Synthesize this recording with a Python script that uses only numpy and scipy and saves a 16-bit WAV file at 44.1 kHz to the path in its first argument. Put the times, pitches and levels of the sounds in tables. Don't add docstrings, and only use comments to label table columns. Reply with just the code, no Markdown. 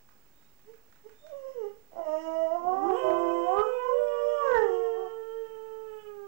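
import sys
import numpy as np
from scipy import signal
from scipy.fft import rfft, irfft, next_fast_len
from scipy.io import wavfile
from scipy.ndimage import uniform_filter1d

SR = 44100
rng = np.random.default_rng(int(sys.argv[2]) if len(sys.argv) > 2 else 0)


def waveform_to_disk(signal):
    frames = np.transpose(np.atleast_2d(signal))
    scaled = np.clip(frames, -1, 1) * 32767
    samples = np.round(scaled).astype(np.int16)
    wavfile.write(sys.argv[1], SR, samples)


N = 276811
TIME = np.arange(N) / SR

# (time [s], pitch [Hz], effort [dB], brightness [dB])
WAVERING_HOWL = [(1.915, 326.3, -49, -9), (1.995, 337.8, -26.5, -1.5), (2.04, 316.8, -38, -1.5),
                 (2.09, 307.5, -15.5, -13.5), (2.15, 312.4, -18, -10.5), (2.2, 320.2, -20, -24.5),
                 (2.29, 322.7, -13, -15), (2.5, 324.6, -23, -6.5), (2.56, 349.8, -28, 5.5),
                 (2.62, 343.4, -26.5, -6), (2.68, 361.4, -21, -2.5), (2.76, 382.9, -30, 4),
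                 (2.87, 399, -27.5, 9.5), (2.92, 374.5, -19.5, -7), (3.03, 344.5, -29.5, -20),
                 (3.1, 344.1, -14.5, -11.5), (3.42, 341.3, -15.5, -23), (3.49, 360.6, -26, 3),
                 (3.61, 424.7, -20, -1.5), (3.7, 456.6, -40.5, 0.5), (3.87, 515.5, -38, 27),
                 (3.94, 560, -27.5, -14), (4.0, 591.2, -26, -9.5), (4.15, 580.4, -29.5, 3),
                 (4.32, 595, -26, -1), (4.42, 576.3, -30.5, 16.5), (4.48, 537, -22.5, 1.5),
                 (4.57, 450.5, -21.5, 11.5), (4.7, 371.8, -23.5, -16), (4.92, 350.8, -36, -5),
                 (5.0, 384, -31, -9.5), (5.07, 363.6, -37, -3.5), (5.12, 360, -55, -10.5)]
LONG_HOWL = [(2.59, 269.4, -46, 2.5), (2.65, 257.2, -32, 1), (2.74, 248.0, -35.5, 4.5),
             (2.82, 299.0, -27.5, 0.5), (2.89, 369.5, -25.0, 7.5), (2.98, 517, -21.0, 5),
             (3.06, 506.3, -17, -2), (3.2, 510.4, -21, 4.5), (3.55, 509.8, -16.5, -5.5),
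             (3.9, 491.6, -15.5, -8), (4.08, 481.9, -21.5, 0), (4.42, 468.5, -22.5, 6.5),
             (4.62, 463.2, -20, 0), (5.05, 448.2, -28.5, 8), (5.42, 449.9, -27.0, 4.5),
             (5.55, 440.7, -34, 12), (5.82, 440.5, -34, 12.5), (6.03, 423.1, -38, 9.5),
             (6.28, 394.6, -40, 13.5)]
BRIGHT_SHARES = [0, 1, 0.73, 0.73]
# (frequency [Hz], gain [dB])
WAVERING_COLOUR = [(300.0, -30), (345.0, -15.0), (375.0, -9.5), (410.0, -3), (480.0, 2), (540.0, -2.5),
                   (650.0, 2.5), (690.0, -3), (730.0, 2), (830.0, -11.5), (1030.0, -17.5), (1130.0, -11.5),
                   (1290.0, -25), (1430.0, -30.5), (2300.0, -43.5)]
LONG_COLOUR = [(250.0, -15.5), (370.0, 1), (410.0, -3.5), (460.0, -4.5), (500.0, -12), (560.0, -18),
               (900.0, -32), (1030.0, -18), (1350.0, -32), (1550.0, -32.5), (2050.0, -44.5)]
# (frequency [Hz], gain [dB])
WAVERING_THROAT = [(1600, -7), (1950, 3), (2250, -11), (2550, -18.5), (2920, -1), (3350, -25.5),
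                   (4200, -28.5), (4900, -24.5), (5300, -8), (5900, -21), (6650, -11), (7300, -30),
                   (8100, -20), (9500, -40)]
LONG_THROAT = [(1500, 5), (2300, -10.5), (2600, 0), (2850, -3.5), (3130, 4.5), (3700, -23.5), (4600, -36.5),
               (5300, -27), (5800, -31), (6400, -24.5), (7250, -23.5), (7800, -10.5), (8400, -31.5),
               (11500, -30.5)]
# (time [s], level [dB])
WAVERING_TREBLE = [(1.92, -75), (1.99, -67.5), (2.089, -58.5), (2.249, -54.5), (2.45, -58), (2.619, -70),
                   (2.849, -60), (3.55, -62.5), (3.7, -70), (4.0, -70), (4.301, -62), (4.7, -59),
                   (4.93, -68.5), (5.12, -72.5)]
LONG_TREBLE = [(2.59, -73), (2.852, -71.5), (2.98, -49.5), (3.1, -54.5), (3.6, -54.5), (3.9, -63.5),
               (4.42, -59.5), (5.1, -67), (5.849, -70.5), (6.02, -61.5), (6.1, -77), (6.28, -81)]
# (middle [s], half length [s], resonance [Hz], gain [dB])
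YELPS = [(3.61, 0.059, 1307, 19), (4.53, 0.073, 1691, 26)]
# (pitch multiple [ratio], gain [dB])
CRACK_LINES = [(.25, -26), (.75, 2.5), (1.25, 4.5), (1.5, -12.5), (1.75, -13), (2.25, -14.5), (2.5, -18)]
# (time [s], pitch [Hz], effort [dB])
WHIMPER = [(1.21, 582, -69), (1.25, 600, -46), (1.29, 667, -54.5), (1.33, 565.7, -35),
           (1.405, 541.3, -42.5), (1.43, 538.7, -36), (1.49, 526.7, -32), (1.54, 527.7, -41),
           (1.59, 461, -32.5), (1.65, 405, -28), (1.72, 421, -50)]
# (start [s], length [s], middle pitch [Hz], peak effort [dB])
YIPS = [(0.642, 0.11, 441, -41.5), (1.031, 0.067, 428, -38)]
# (start [s], length [s], top pitch [Hz], level [dB])
WHISTLES = [(0.297, .22, 3760, -77), (1.103, 0.26, 3670, -71.5)]
# (time [s], level [dB])
TICKS = [(0.089, -56), (.425, -59.5), (0.592, -60), (.735, -54.5), (.925, -55), (.959, -59), (1.093, -53),
         (1.266, -49.5)]
# (frequency [Hz], gain [dB])
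TICK_COLOUR = [(300, -8), (900, -1), (1600, 6), (3000, -14), (7000, -12), (11000, -34)]
# (frequency [Hz], time to fall 60 dB [s])
ROOM_DECAY = [(150, 0.058), (450, 0.51), (1000, 0.35), (8000, 0.15)]
# (frequency [Hz], gain [dB])
HISS_COLOUR = [(15, -10), (40, 1), (75, -7.5), (220, -6), (500, -11.5), (1500, -16.5), (2000, -18),
               (4200, -25.5), (5200, -23.5), (7500, -24), (9500, -30)]


def wavering_howl():
    out = np.zeros(N)
    t, *controls = howl_controls(WAVERING_HOWL, WAVERING_TREBLE, rasp_s=.072)
    _, sound = voice(t, *controls, WAVERING_COLOUR, WAVERING_THROAT,
                     jitter=.0045, flutter_hz=120, air_db=-13, yelps=YELPS)
    add(out, t[0], sound)
    return out


def long_howl(crack_at_s=3.0, crack_length_s=.45, crack_db=-28.5, fall_db_per_s=34):
    out = np.zeros(N)
    t, *controls = howl_controls(LONG_HOWL, LONG_TREBLE, rasp_s=.17)
    cycles, sound = voice(t, *controls, LONG_COLOUR, LONG_THROAT, jitter=.003, flutter_hz=90, air_db=-9)
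    crack = sum(amp(db) * np.cos(2 * np.pi * (k * cycles + rng.random())) for k, db in CRACK_LINES)
    age = np.clip(t - crack_at_s, 0, crack_length_s)
    envelope = amp(crack_db - fall_db_per_s * age) * fade(age, edge_s=.047) ** 2
    flicker = 1 + .12 * wander(len(t), 35)
    add(out, t[0], sound + np.sqrt(2) * crack * envelope * flicker)
    return out


def howl_controls(rows, treble, rasp_s):
    t, (hz, effort_db, bright_db) = curves(rows)
    treble_db = np.interp(t, *np.transpose(treble))
    octaves_per_s = uniform_filter1d(abs(np.gradient(np.log2(hz))) * SR, size=1500)
    unsettled = 1 / (1 + ((t - t[0]) / rasp_s) ** 5)
    rough = np.clip(.025 + .85 * unsettled + .026 * octaves_per_s, 0, 1)
    return t, hz, effort_db, bright_db, treble_db, rough


def voice(t, hz, effort_db, bright_db, treble_db, rough, colour, throat,
          jitter, flutter_hz, air_db, yelps=()):
    gains = [amp(effort_db + read(colour, k * hz) + bright_db * share + yelp_db(t, k * hz, yelps))
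             for k, share in enumerate(BRIGHT_SHARES, 1)]
    tremble = jitter * wander(len(t), 20.6) + .035 * rough * wander(len(t), 90)
    cycles = np.cumsum(hz * (1 + tremble)) / SR
    treble = [amp(read(throat, k * hz)) * (k * hz < 12000) for k in range(5, 29)]
    treble_gain = amp(treble_db) / np.sqrt(sum(g ** 2 for g in treble))
    gains += [g * treble_gain * amp(2 * wander(len(t), 28)) for g in treble]
    folds = sum(g * np.cos(2 * np.pi * (k * cycles + rng.random())) for k, g in enumerate(gains, 1))
    folds = np.sqrt(2) * folds * (1 + rough * wander(len(t), flutter_hz)) / np.sqrt(1 + rough ** 2)
    puffs = rng.standard_normal(len(t)) * (1 + np.cos(2 * np.pi * cycles))
    air = coloured(puffs, [(200, -24.5), (600, -11.5)] + throat)
    return cycles, (folds + amp(treble_db + air_db) * air) * fade(t)


def yelp_db(t, hz, yelps, width_octaves=.24):
    return sum(db * np.exp(-((t - s) / half) ** 4 - (np.log2(hz / centre) / width_octaves) ** 2)
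               for s, half, centre, db in yelps)


def whimper_and_yips(yip_rise=.166, yip_edge_db=-26.5):
    out = np.zeros(N)
    cries = [curves(WHIMPER)]
    for start, length, hz, db in YIPS:
        t = np.arange(0, length, 1 / SR)
        from_middle = t / length - .5
        pitch = hz * (1 + yip_rise * from_middle)
        effort_db = db + yip_edge_db * 2 * abs(from_middle)
        cries.append((start + t, (pitch, effort_db)))
    for t, (hz, effort_db) in cries:
        _, sound = voice(t, hz, effort_db, bright_db=-8.5, treble_db=-55.5 + effort_db / 2, rough=.053,
                         colour=WAVERING_COLOUR, throat=WAVERING_THROAT,
                         jitter=.009, flutter_hz=90, air_db=0)
        add(out, t[0], sound)
    return out


def nose_whistles(sag=.061, edge_db=-14):
    out = np.zeros(N)
    for start, length, top_hz, db in WHISTLES:
        t = np.arange(0, length, 1 / SR)
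        edge = (2 * t / length - 1) ** 2
        hz = top_hz * (1 - sag * edge) * (1 + .0013 * wander(len(t), 60))
        phase = 2 * np.pi * np.cumsum(hz) / SR
        tone = np.sin(phase) + amp(-5) * np.sin(2 * phase)
        add(out, start, np.sqrt(2) * amp(db + edge_db * edge) * tone * fade(t))
    return out


def ticks(decay_s=.0068):
    out, t = np.zeros(N), np.arange(SR // 16) / SR
    for s, db in TICKS:
        noise = coloured(rng.standard_normal(len(t)), TICK_COLOUR)
        add(out, s, amp(db) * np.exp(-t / decay_s) * noise)
    return out


def living_room(direct, gap_s=.011, wet_db=-12.5):
    hz, t, bands = signal.stft(rng.standard_normal(SR // 2), SR, nperseg=256)
    decay = amp(-60 * t / read(ROOM_DECAY, hz)[:, None])
    _, tail = signal.istft(bands * decay, SR, nperseg=256)
    tail *= np.clip(np.arange(len(tail)) / SR / gap_s - 1, 0, 1)
    ceiling_db = read([(600, -1.5), (1000, 4), (2500, 10.5)], np.fft.rfftfreq(len(tail), 1 / SR))
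    tail = irfft(rfft(tail / np.linalg.norm(tail)) * amp(ceiling_db))
    return direct + amp(wet_db) * signal.fftconvolve(direct, tail)[:N]


def tape_overload(x, limit=.22, steepest_per_sample=.013):
    squashed = x / (1 + (x / limit) ** 8) ** (1 / 8)
    strain = np.minimum(uniform_filter1d(np.gradient(x) ** 2, size=1300) / steepest_per_sample ** 2, 1)
    sputter = strain ** 3.5 * rng.standard_normal(N)
    rumble = amp(-16) * lowpass(sputter, hz=78)
    rasp = amp(-44) * lowpass(sputter, hz=3200)
    return squashed + rumble + rasp


def scan_whine(line_hz=15625, fields_per_s=50, ring_s=.0004):
    carrier = np.sqrt(2) * np.sin(2 * np.pi * line_hz * TIME)
    age = TIME % (1 / fields_per_s) / ring_s
    bursts = unit(np.sqrt(age) * np.exp(-age) * (1 + .25 * wander(N, 25)))
    return carrier * (amp(-66) - amp(-68) * bursts)


def tape_hiss(level_db=-62):
    return amp(level_db) * coloured(rng.standard_normal(N), HISS_COLOUR)


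def amp(db):
    return 10 ** (np.asarray(db) / 20)


def unit(x):
    return x / np.sqrt(np.mean(abs(x) ** 2) + 1e-20)


def read(points, hz):
    f, value = np.transpose(points)
    return np.interp(np.log(hz + 1), np.log(f + 1), value)


def add(mix, s, sound):
    part = mix[max(round(s * SR), 0):][:len(sound)]
    part += sound[:len(part)]


def coloured(x, points):
    size = next_fast_len(len(x))
    gain = amp(read(points, np.fft.rfftfreq(size, 1 / SR)))
    return unit(irfft(rfft(x, size) * gain, size)[:len(x)])


def lowpass(x, hz):
    return signal.sosfilt(signal.butter(2, hz, fs=SR, output="sos"), x)


def wander(size, rate_hz):
    return unit(lowpass(rng.standard_normal(size), rate_hz))


def curves(rows):
    s, *columns = np.transpose(rows)
    t = np.arange(s[0], s[-1], 1 / SR)
    return t, [np.interp(t, s, c) for c in columns]


def fade(t, edge_s=.007):
    return np.clip(np.minimum(t - t[0], t[-1] - t) / edge_s, 0, 1)


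def scene():
    first_dog = nose_whistles() + whimper_and_yips() + wavering_howl()
    return living_room(first_dog + long_howl() + ticks())[None]


def record(dry, left_db=-28, edge_hz=15800, dc_offset=-.00097):
    right_hiss, left_hiss = tape_hiss(), tape_hiss()
    whine = scan_whine()
    left = amp(left_db) * (left_hiss + whine)
    right = tape_overload(dry[0]) + right_hiss + whine
    band_limit = signal.firwin(1023, edge_hz, window=("kaiser", 9), fs=SR)
    return dc_offset + signal.oaconvolve(np.array([left, right]), band_limit[None], "same", axes=1)


dry = scene()
out = record(dry)
waveform_to_disk(out)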